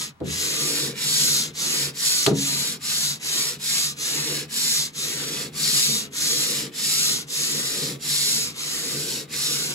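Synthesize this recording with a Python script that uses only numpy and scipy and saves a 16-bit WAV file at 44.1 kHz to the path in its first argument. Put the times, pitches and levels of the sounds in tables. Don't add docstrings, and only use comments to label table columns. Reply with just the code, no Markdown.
import sys
import numpy as np
from scipy import signal
from scipy.fft import rfft, irfft, next_fast_len
from scipy.io import wavfile
from scipy.ndimage import map_coordinates

SR = 44100
rng = np.random.default_rng(int(sys.argv[2]) if len(sys.argv) > 2 else 0)


def unload_wav(signal):
    wavfile.write(
        sys.argv[1],
        SR,
        np.round(np.clip(np.atleast_2d(signal).T, -1, 1) * 32767).astype(np.int16),
    )


N = 429534

# start_s, end_s, rasp_db, rasp_growth_db, rasp_arch_db, scrape_db, hum_db, groan_db
PUSH_STROKES = [(0.209, 0.974, -25, 4, -1.5, -37, -44, -39),
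                (1.507, 1.953, -22.5, 1, -3.5, -36, -43, -40.5),
                (2.297, 2.815, -24, -1, -4.5, -38.0, -43, -45),
                (3.164, 3.609, -23, -0.5, -2.5, -37.0, -45.5, -44.0),
                (3.93, 4.497, -26.5, -2, -7, -37, -44.0, -41.5),
                (4.901, 5.533, -29.5, -5.5, -9, -38.5, -43.5, -42.0),
                (6.083, 6.736, -21.5, -6.5, 3.5, -38.0, -43, -40),
                (7.241, 8.007, -25.5, -6.5, -4.0, -39, -42, -41),
                (8.5, 9.294, -27.5, 2.5, -1, -40.5, -44.5, -41.5)]
PULL_STROKES = [(-0.3, 0.144, -28, 5, -5.5, -37.5, -46.5, -53),
                (0.898, 1.555, -18.0, 3.5, 12, -37.0, -41, -44.5),
                (1.902, 2.368, -19.5, 0, 4.5, -38, -48.5, -48.5),
                (2.767, 3.218, -22.0, 3.5, -3, -38, -45, -53.5),
                (3.559, 3.979, -21.0, 2.5, -4.5, -37, -44.5, -50.5),
                (4.452, 4.947, -20.0, -1, 3, -39, -44.5, -50.5),
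                (5.491, 6.12, -18.5, -2.5, 7.5, -38, -40.5, -45.5),
                (6.689, 7.288, -20.0, 0.5, 5, -39, -44, -46),
                (7.96, 8.581, -20.0, -3.5, 7, -40, -43.5, -46.0),
                (9.249, 9.842, -23, -5, 8.5, -39.5, -44.5, -44)]
# freq_hz, relative_db
RASP_SPECTRUM = [(900, -54), (2000, -18), (3100, -10.5), (4000, -1.5), (4800, -2.5), (5900, -3), (6400, -1),
                 (7200, 0), (8200, -2.5), (9800, -3), (12000, -9.5), (14500, -16.5), (16000, -22)]
# freq_hz, relative_db
SCRAPE_SPECTRUM = [(300, -32), (600, -10), (850, -10.5), (950, -5), (1050, -8.5), (1190, 0), (1300, -4),
                   (1550, -2), (2100, 2.5), (2700, 3), (4000, 1.5), (7000, -39), (14000, -38)]
# freq_hz, lead_rad
LEFT_PHASE_LEAD = [(500, 0.53), (1400, -0.39), (2900, 1.06), (3800, 1.36), (4600, 0.33), (6000, 0.034)]
# freq_hz, gain_db
SPREAD_GAIN = [(500, -5), (1500, -4), (3000, -5), (5000, -5), (6200, -5.5), (7000, -15), (9200, -19),
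               (11000, -13), (14000, -16)]
# freq_hz, relative_db
HUM_SPECTRUM = [(40, -29), (66, -30), (82, -9), (100, -37), (122, -14.5), (140, 4), (158, 1), (178, -11),
                (230, -2), (275, -13.5), (400, -47)]
# freq_hz, relative_db
GROAN_SPECTRUM = [(190, -17), (280, 1.5), (310, 6), (340, -8.5), (365, 5), (388, -4), (410, 1), (480, 3),
                  (540, -6.5), (620, -15), (1000, -34)]
# freq_hz, relative_db, t60_s, build_up_s
CASE_MODES = [(81.8, -24.5, .6, .02), (124, -6, .35, .03), (142.8, 6.5, 0.43, 0.029),
              (160, -1.5, 0.58, 0.027), (195.3, 1, 0.49, 0.024), (230, -26, .3, 0.022),
              (275.2, 3.5, 0.5, 0.072), (311, -26, 0.17, .02), (347, -8, 0.39, .015),
              (408.3, 4.5, 0.22, 0.0021), (441.6, -1, 0.22, 0.0019), (477, -18, 0.42, 0.0022),
              (680, -1.5, 0.1, 0.00071), (785, -2.5, 0.1, .002), (950, -20, 0.4, 0.0022),
              (1211, -6.5, 0.095, .002), (1380, -14, 0.13, .002)]
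# start_s, ring_db, thud_db, crack_db, contact_s, extra_lowest_mode_db
KNOCK_CONTACTS = [(0.203, -42, -31, -48, .0004, 0), (0.209, -31, -23.5, -60, 0.00094, 24),
                  (0.215, -35, -20, -62, 0.001, 0), (0.271, -37, -20.5, -60, 0.003, 34),
                  (2.2635, -26, -16, -11, .00015, 0), (2.2667, -27, -18, -16.5, 0.00017, 0),
                  (2.274, -15.5, -24, -38, .0003, -8), (2.31, -28.5, -16, -44, 0.00038, -4)]
# freq_hz, relative_db
THUD_SPECTRUM = [(40, -32), (62, -22), (80, -7.5), (102, -18), (150, 0.5), (250, -3.5), (430, 1.5),
                 (560, -10), (800, -21), (1300, -20), (2500, -34)]
# freq_hz, t60_s
THUD_DECAY = [(100, 0.64), (300, 0.15), (600, 0.22), (1500, 0.098)]
# freq_hz, relative_db
CRACK_SPECTRUM = [(200, -22), (600, 1), (1500, 3.5), (2600, -1.5), (4200, 7), (5500, -8), (9000, -7),
                  (16000, -29)]
# start_s, length_s, centre_pitch_hz, level_db
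SQUEAK_EVENTS = [(0.53, 0.22, 1190, -42.5), (2.454, 0.055, 1220, -46), (2.483, 0.11, 944, -48)]
# freq_hz, t60_s
REFLECTION_DECAY = [(200, 0.25), (2000, 0.072), (6000, 0.077), (14000, 0.024)]
# freq_hz, gain_db
REFLECTION_GAIN = [(500, 0), (1500, 0), (3000, -3.5), (6000, -3), (7500, -36)]
# freq_hz, relative_db
FLOOR_SPECTRUM = [(25, -12), (48, 2), (64, -6), (82, 10), (100, -4), (150, 9.5), (400, -19), (1000, -8.5),
                  (4000, -28), (16000, -40)]
# freq_hz, left_minus_right_db
MIC_TILT = [(300, 0.3), (1200, 2.5), (3200, 2.5), (4300, 1.5), (5300, -1.3), (6600, -0.5)]

# start_up_s, braking_s
PUSH_EASE_S, PULL_EASE_S = (0.072, 0.078), (0.072, 0.083)
# growth_db, mid_stroke_arch_db
PUSH_HUM_DB, PUSH_GROAN_DB = (11, 2), (12.2, 3.4)
PULL_HUM_DB, PULL_GROAN_DB = (1.4, .8), (3.5, 2)
SPEED_EXPONENTS = (4, 2.25, .7, 1.03)
PAPER_WAVER_DB, CASE_WAVER_DB = 0.45, 1.52
NEAR_LEAD_MS, FAR_LEAD_MS, DRIFT_MS_PER_S = 0.19, 0.0085, -0.0047
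FAR_MIDS_DB, FAR_TREBLE_DB, COLOUR_SPLIT_HZ = -2.5, 1.2, 4300
TOP_HZ = 15750


def amp(db):
    return 10 ** (np.asarray(db) / 20)


def unit(x):
    return x / np.sqrt(np.mean(x ** 2) + 1e-20)


def along(points, hz):
    f, v = np.transpose(points)
    return np.interp(np.log(hz + 1), np.log(f + 1), v)


def wobble(knots_per_s):
    knots = rng.standard_normal(int(N * knots_per_s / SR) + 4)
    return map_coordinates(knots, [np.arange(N) * knots_per_s / SR])


def filtered(x, response):
    size = x.shape[-1]
    fft_size = next_fast_len(size + 8192)
    spectrum = rfft(x, fft_size) * response(np.fft.rfftfreq(fft_size, 1 / SR))
    return irfft(spectrum, fft_size)[..., :size]


def coloured(x, spectrum):
    return unit(filtered(x, lambda hz: amp(along(spectrum, hz))))


def tail(decay, size):
    hz, t, z = signal.stft(rng.standard_normal((2, size)), SR, nperseg=256)
    z = z * 10 ** (-3 * t / along(decay, hz)[:, None])
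    ring = signal.istft(z, SR, nperseg=256)[1][:, :size]
    return ring / np.linalg.norm(ring[0])


def narrowed(pair, side_db):
    side = filtered(pair[1], lambda hz: hz / np.hypot(hz, 500))
    return pair[0] + amp(side_db) * np.array([side, -side])


def strokes(rows, ease_s, hum_shape_db, groan_shape_db):
    power, t = np.zeros((4, N)), np.arange(N) / SR
    for start, end, rasp_db, growth_db, arch_db, scrape_db, hum_db, groan_db in rows:
        now = slice(*np.searchsorted(t, [start, end]))
        done = (t[now] - start) / (end - start)
        speed_up = np.tanh((t[now] - start) / ease_s[0])
        braking = np.tanh((end - t[now]) / ease_s[1])
        speed = np.abs(speed_up * braking)
        lean = lambda growth, arch: growth * (done - .5) + arch * (np.sin(np.pi * done) - 1)
        levels_db = [rasp_db + lean(growth_db, arch_db), scrape_db,
                     hum_db + lean(*hum_shape_db), groan_db + lean(*groan_shape_db)]
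        power[:, now] += [(amp(db) * speed ** law) ** 2 for db, law in zip(levels_db, SPEED_EXPONENTS)]
    return power


def rubbing(rest_db=-76):
    pushed = strokes(PUSH_STROKES, PUSH_EASE_S, PUSH_HUM_DB, PUSH_GROAN_DB)
    pulled = strokes(PULL_STROKES, PULL_EASE_S, PULL_HUM_DB, PULL_GROAN_DB)
    return 10 * np.log10(pushed + pulled + amp(rest_db) ** 2)


def place():
    t = np.arange(N) / SR
    travelled = lambda rows: sum(np.clip((t - start) / (end - start), 0, 1) for start, end, *_ in rows)
    return 1 + travelled(PUSH_STROKES) - travelled(PULL_STROKES)


def grit(grains_per_s, spread_db, count):
    chance = np.clip(grains_per_s / SR, .01, 1)
    snags = rng.random((count, N)) < chance
    sizes = rng.standard_normal((count, N)) * amp(spread_db * rng.standard_normal((count, N)))
    return snags * sizes / np.sqrt(chance)


def sandpaper(rasp_db, scrape_db):
    speed = amp((rasp_db - rasp_db.max()) / 2)
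    rasp = coloured(grit(4000 + 28000 * speed, spread_db=0.5, count=3), RASP_SPECTRUM) * amp(rasp_db - 1.36)
    mids = filtered(rasp, lambda hz: 1 / (1 + (hz / COLOUR_SPLIT_HZ) ** 10))
    away = place() - .5
    rasp = mids * amp(FAR_MIDS_DB * away) + (rasp - mids) * amp(FAR_TREBLE_DB * away)
    scrape_grit = grit(1800 + 7000 * speed, spread_db=2.5, count=3)
    scrape = coloured(scrape_grit, SCRAPE_SPECTRUM) * amp(scrape_db - 0.65)
    judder_db = PAPER_WAVER_DB * wobble(14) + 0.51 * wobble(45) + 0.24 * wobble(260)
    return (rasp + scrape) * amp(judder_db)


def passing(x):
    lead_ms = NEAR_LEAD_MS + (FAR_LEAD_MS - NEAR_LEAD_MS) * place() + DRIFT_MS_PER_S * np.arange(N) / SR
    shift = lead_ms * SR / 1000 / 2
    return np.array([map_coordinates(x, [np.arange(N) + side * shift], order=3) for side in (1, -1)])


def microphones(x, split_hz, skew_ms):
    low = lambda hz: 1 / np.sqrt(1 + (hz / split_hz) ** 40)
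    high = lambda hz: np.sqrt(1 - low(hz) ** 2)
    apart = lambda radians: np.exp(.5j * np.array([radians, -radians]))
    treble = filtered(x, lambda hz: high(hz) * apart(np.pi - 2 * np.pi * hz * skew_ms / 1000))
    return filtered(passing(x), lambda hz: low(hz) * apart(along(LEFT_PHASE_LEAD, hz))) + treble


def case_ring(bass_db=0):
    t = np.arange(SR // 2) / SR
    swell = lambda t60, rise: 10 ** (-3 * t / t60) * (1 - np.exp(-t / rise))
    modes = [amp(db + rng.normal(0, 0.8)) * swell(t60, rise) * np.sin(2 * np.pi * hz * t)
             for hz, db, t60, rise in CASE_MODES]
    return amp(bass_db) * modes[0] + sum(modes[1:])


def drone(hum_db, groan_db):
    waver_db = CASE_WAVER_DB * wobble(12)
    hum = unit(narrowed(coloured(rng.standard_normal((2, N)), HUM_SPECTRUM), side_db=-8))
    hum = hum * amp(hum_db + waver_db + 1.8)
    groan = unit(narrowed(coloured(rng.standard_normal((2, N)), GROAN_SPECTRUM), side_db=-4))
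    groan = groan * amp(groan_db + waver_db + wobble(40) + 0.7)
    ring = case_ring(bass_db=18)
    modes = signal.fftconvolve(rng.standard_normal(N) * amp(hum_db), ring / np.linalg.norm(ring))[:N]
    return hum + groan + amp(-8) * modes


def knocks(crack_t60_s=0.021):
    out, t = np.zeros((2, N + SR)), np.arange(SR // 2) / SR
    crack_fade = amp(-60 * t / crack_t60_s) + amp(-14.5 - 60 * t / 0.19)
    for start_s, ring_db, thud_db, crack_db, contact_s, bass_db in KNOCK_CONTACTS:
        thud = narrowed(coloured(tail(THUD_DECAY, size=len(t)), THUD_SPECTRUM), side_db=-1.0)
        thud = thud * (1 - np.exp(-t / 0.0038))
        boom = amp(ring_db - 4.5) * case_ring(bass_db) + amp(thud_db - 17.5) * thud
        boom = filtered(boom, lambda hz: 1 / (1 + 1j * hz * contact_s) ** 2)
        crack = coloured(rng.standard_normal((2, len(t))), CRACK_SPECTRUM) * crack_fade
        out[:, round(start_s * SR):][:, :len(t)] += boom + amp(crack_db) * crack
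    return out[:, :N]


def squeaks(waver_hz=14):
    out = np.zeros(N + SR)
    for start_s, length_s, hz, db in SQUEAK_EVENTS:
        size = round(length_s * SR)
        pitch_hz = hz + waver_hz * wobble(147)[:size]
        tone = np.sin(2 * np.pi * np.cumsum(pitch_hz) / SR)
        out[round(start_s * SR):][:size] += amp(db + 1.5) * np.sqrt(np.hanning(size)) * tone
    return out[:N]


def workshop(x):
    hop = SR // 9
    fade = np.sin(np.pi * np.arange(2 * hop) / (2 * hop))
    padded, echo = np.pad(x, (hop, 2 * hop)), np.zeros((2, N + SR))
    for start in range(0, N + hop, hop):
        piece = padded[start:start + 2 * hop] * fade
        answer = signal.fftconvolve(piece[None], tail(REFLECTION_DECAY, size=8192), axes=1)
        echo[:, start:start + answer.shape[1]] += answer
    return filtered(echo[:, hop:hop + N], lambda hz: amp(along(REFLECTION_GAIN, hz)))


def room_floor():
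    return amp(-55.5) * narrowed(coloured(rng.standard_normal((2, N)), FLOOR_SPECTRUM), side_db=1)


def scene():
    rasp_db, scrape_db, hum_db, groan_db = rubbing()
    rub = sandpaper(rasp_db, scrape_db)
    direct = microphones(rub[0], split_hz=6300, skew_ms=.2174)
    wide = filtered(rub[1:], lambda hz: amp(along(SPREAD_GAIN, hz)))
    return direct + wide + workshop(rub[0]) + drone(hum_db, groan_db) + knocks() + squeaks() + room_floor()


def record(dry, low_cut_hz=45):
    low_cut = lambda hz: (1j * hz / (low_cut_hz + 1j * hz)) ** 2
    tilt = lambda hz: amp(np.array([[1], [-1]]) * along(MIC_TILT, hz) / 2)
    x = filtered(dry, lambda hz: tilt(hz) * low_cut(hz))
    x = x / (1 + np.abs(x / .85) ** 6) ** (1 / 6)
    return filtered(x, lambda hz: hz < TOP_HZ)


dry = scene()
out = record(dry)
unload_wav(out)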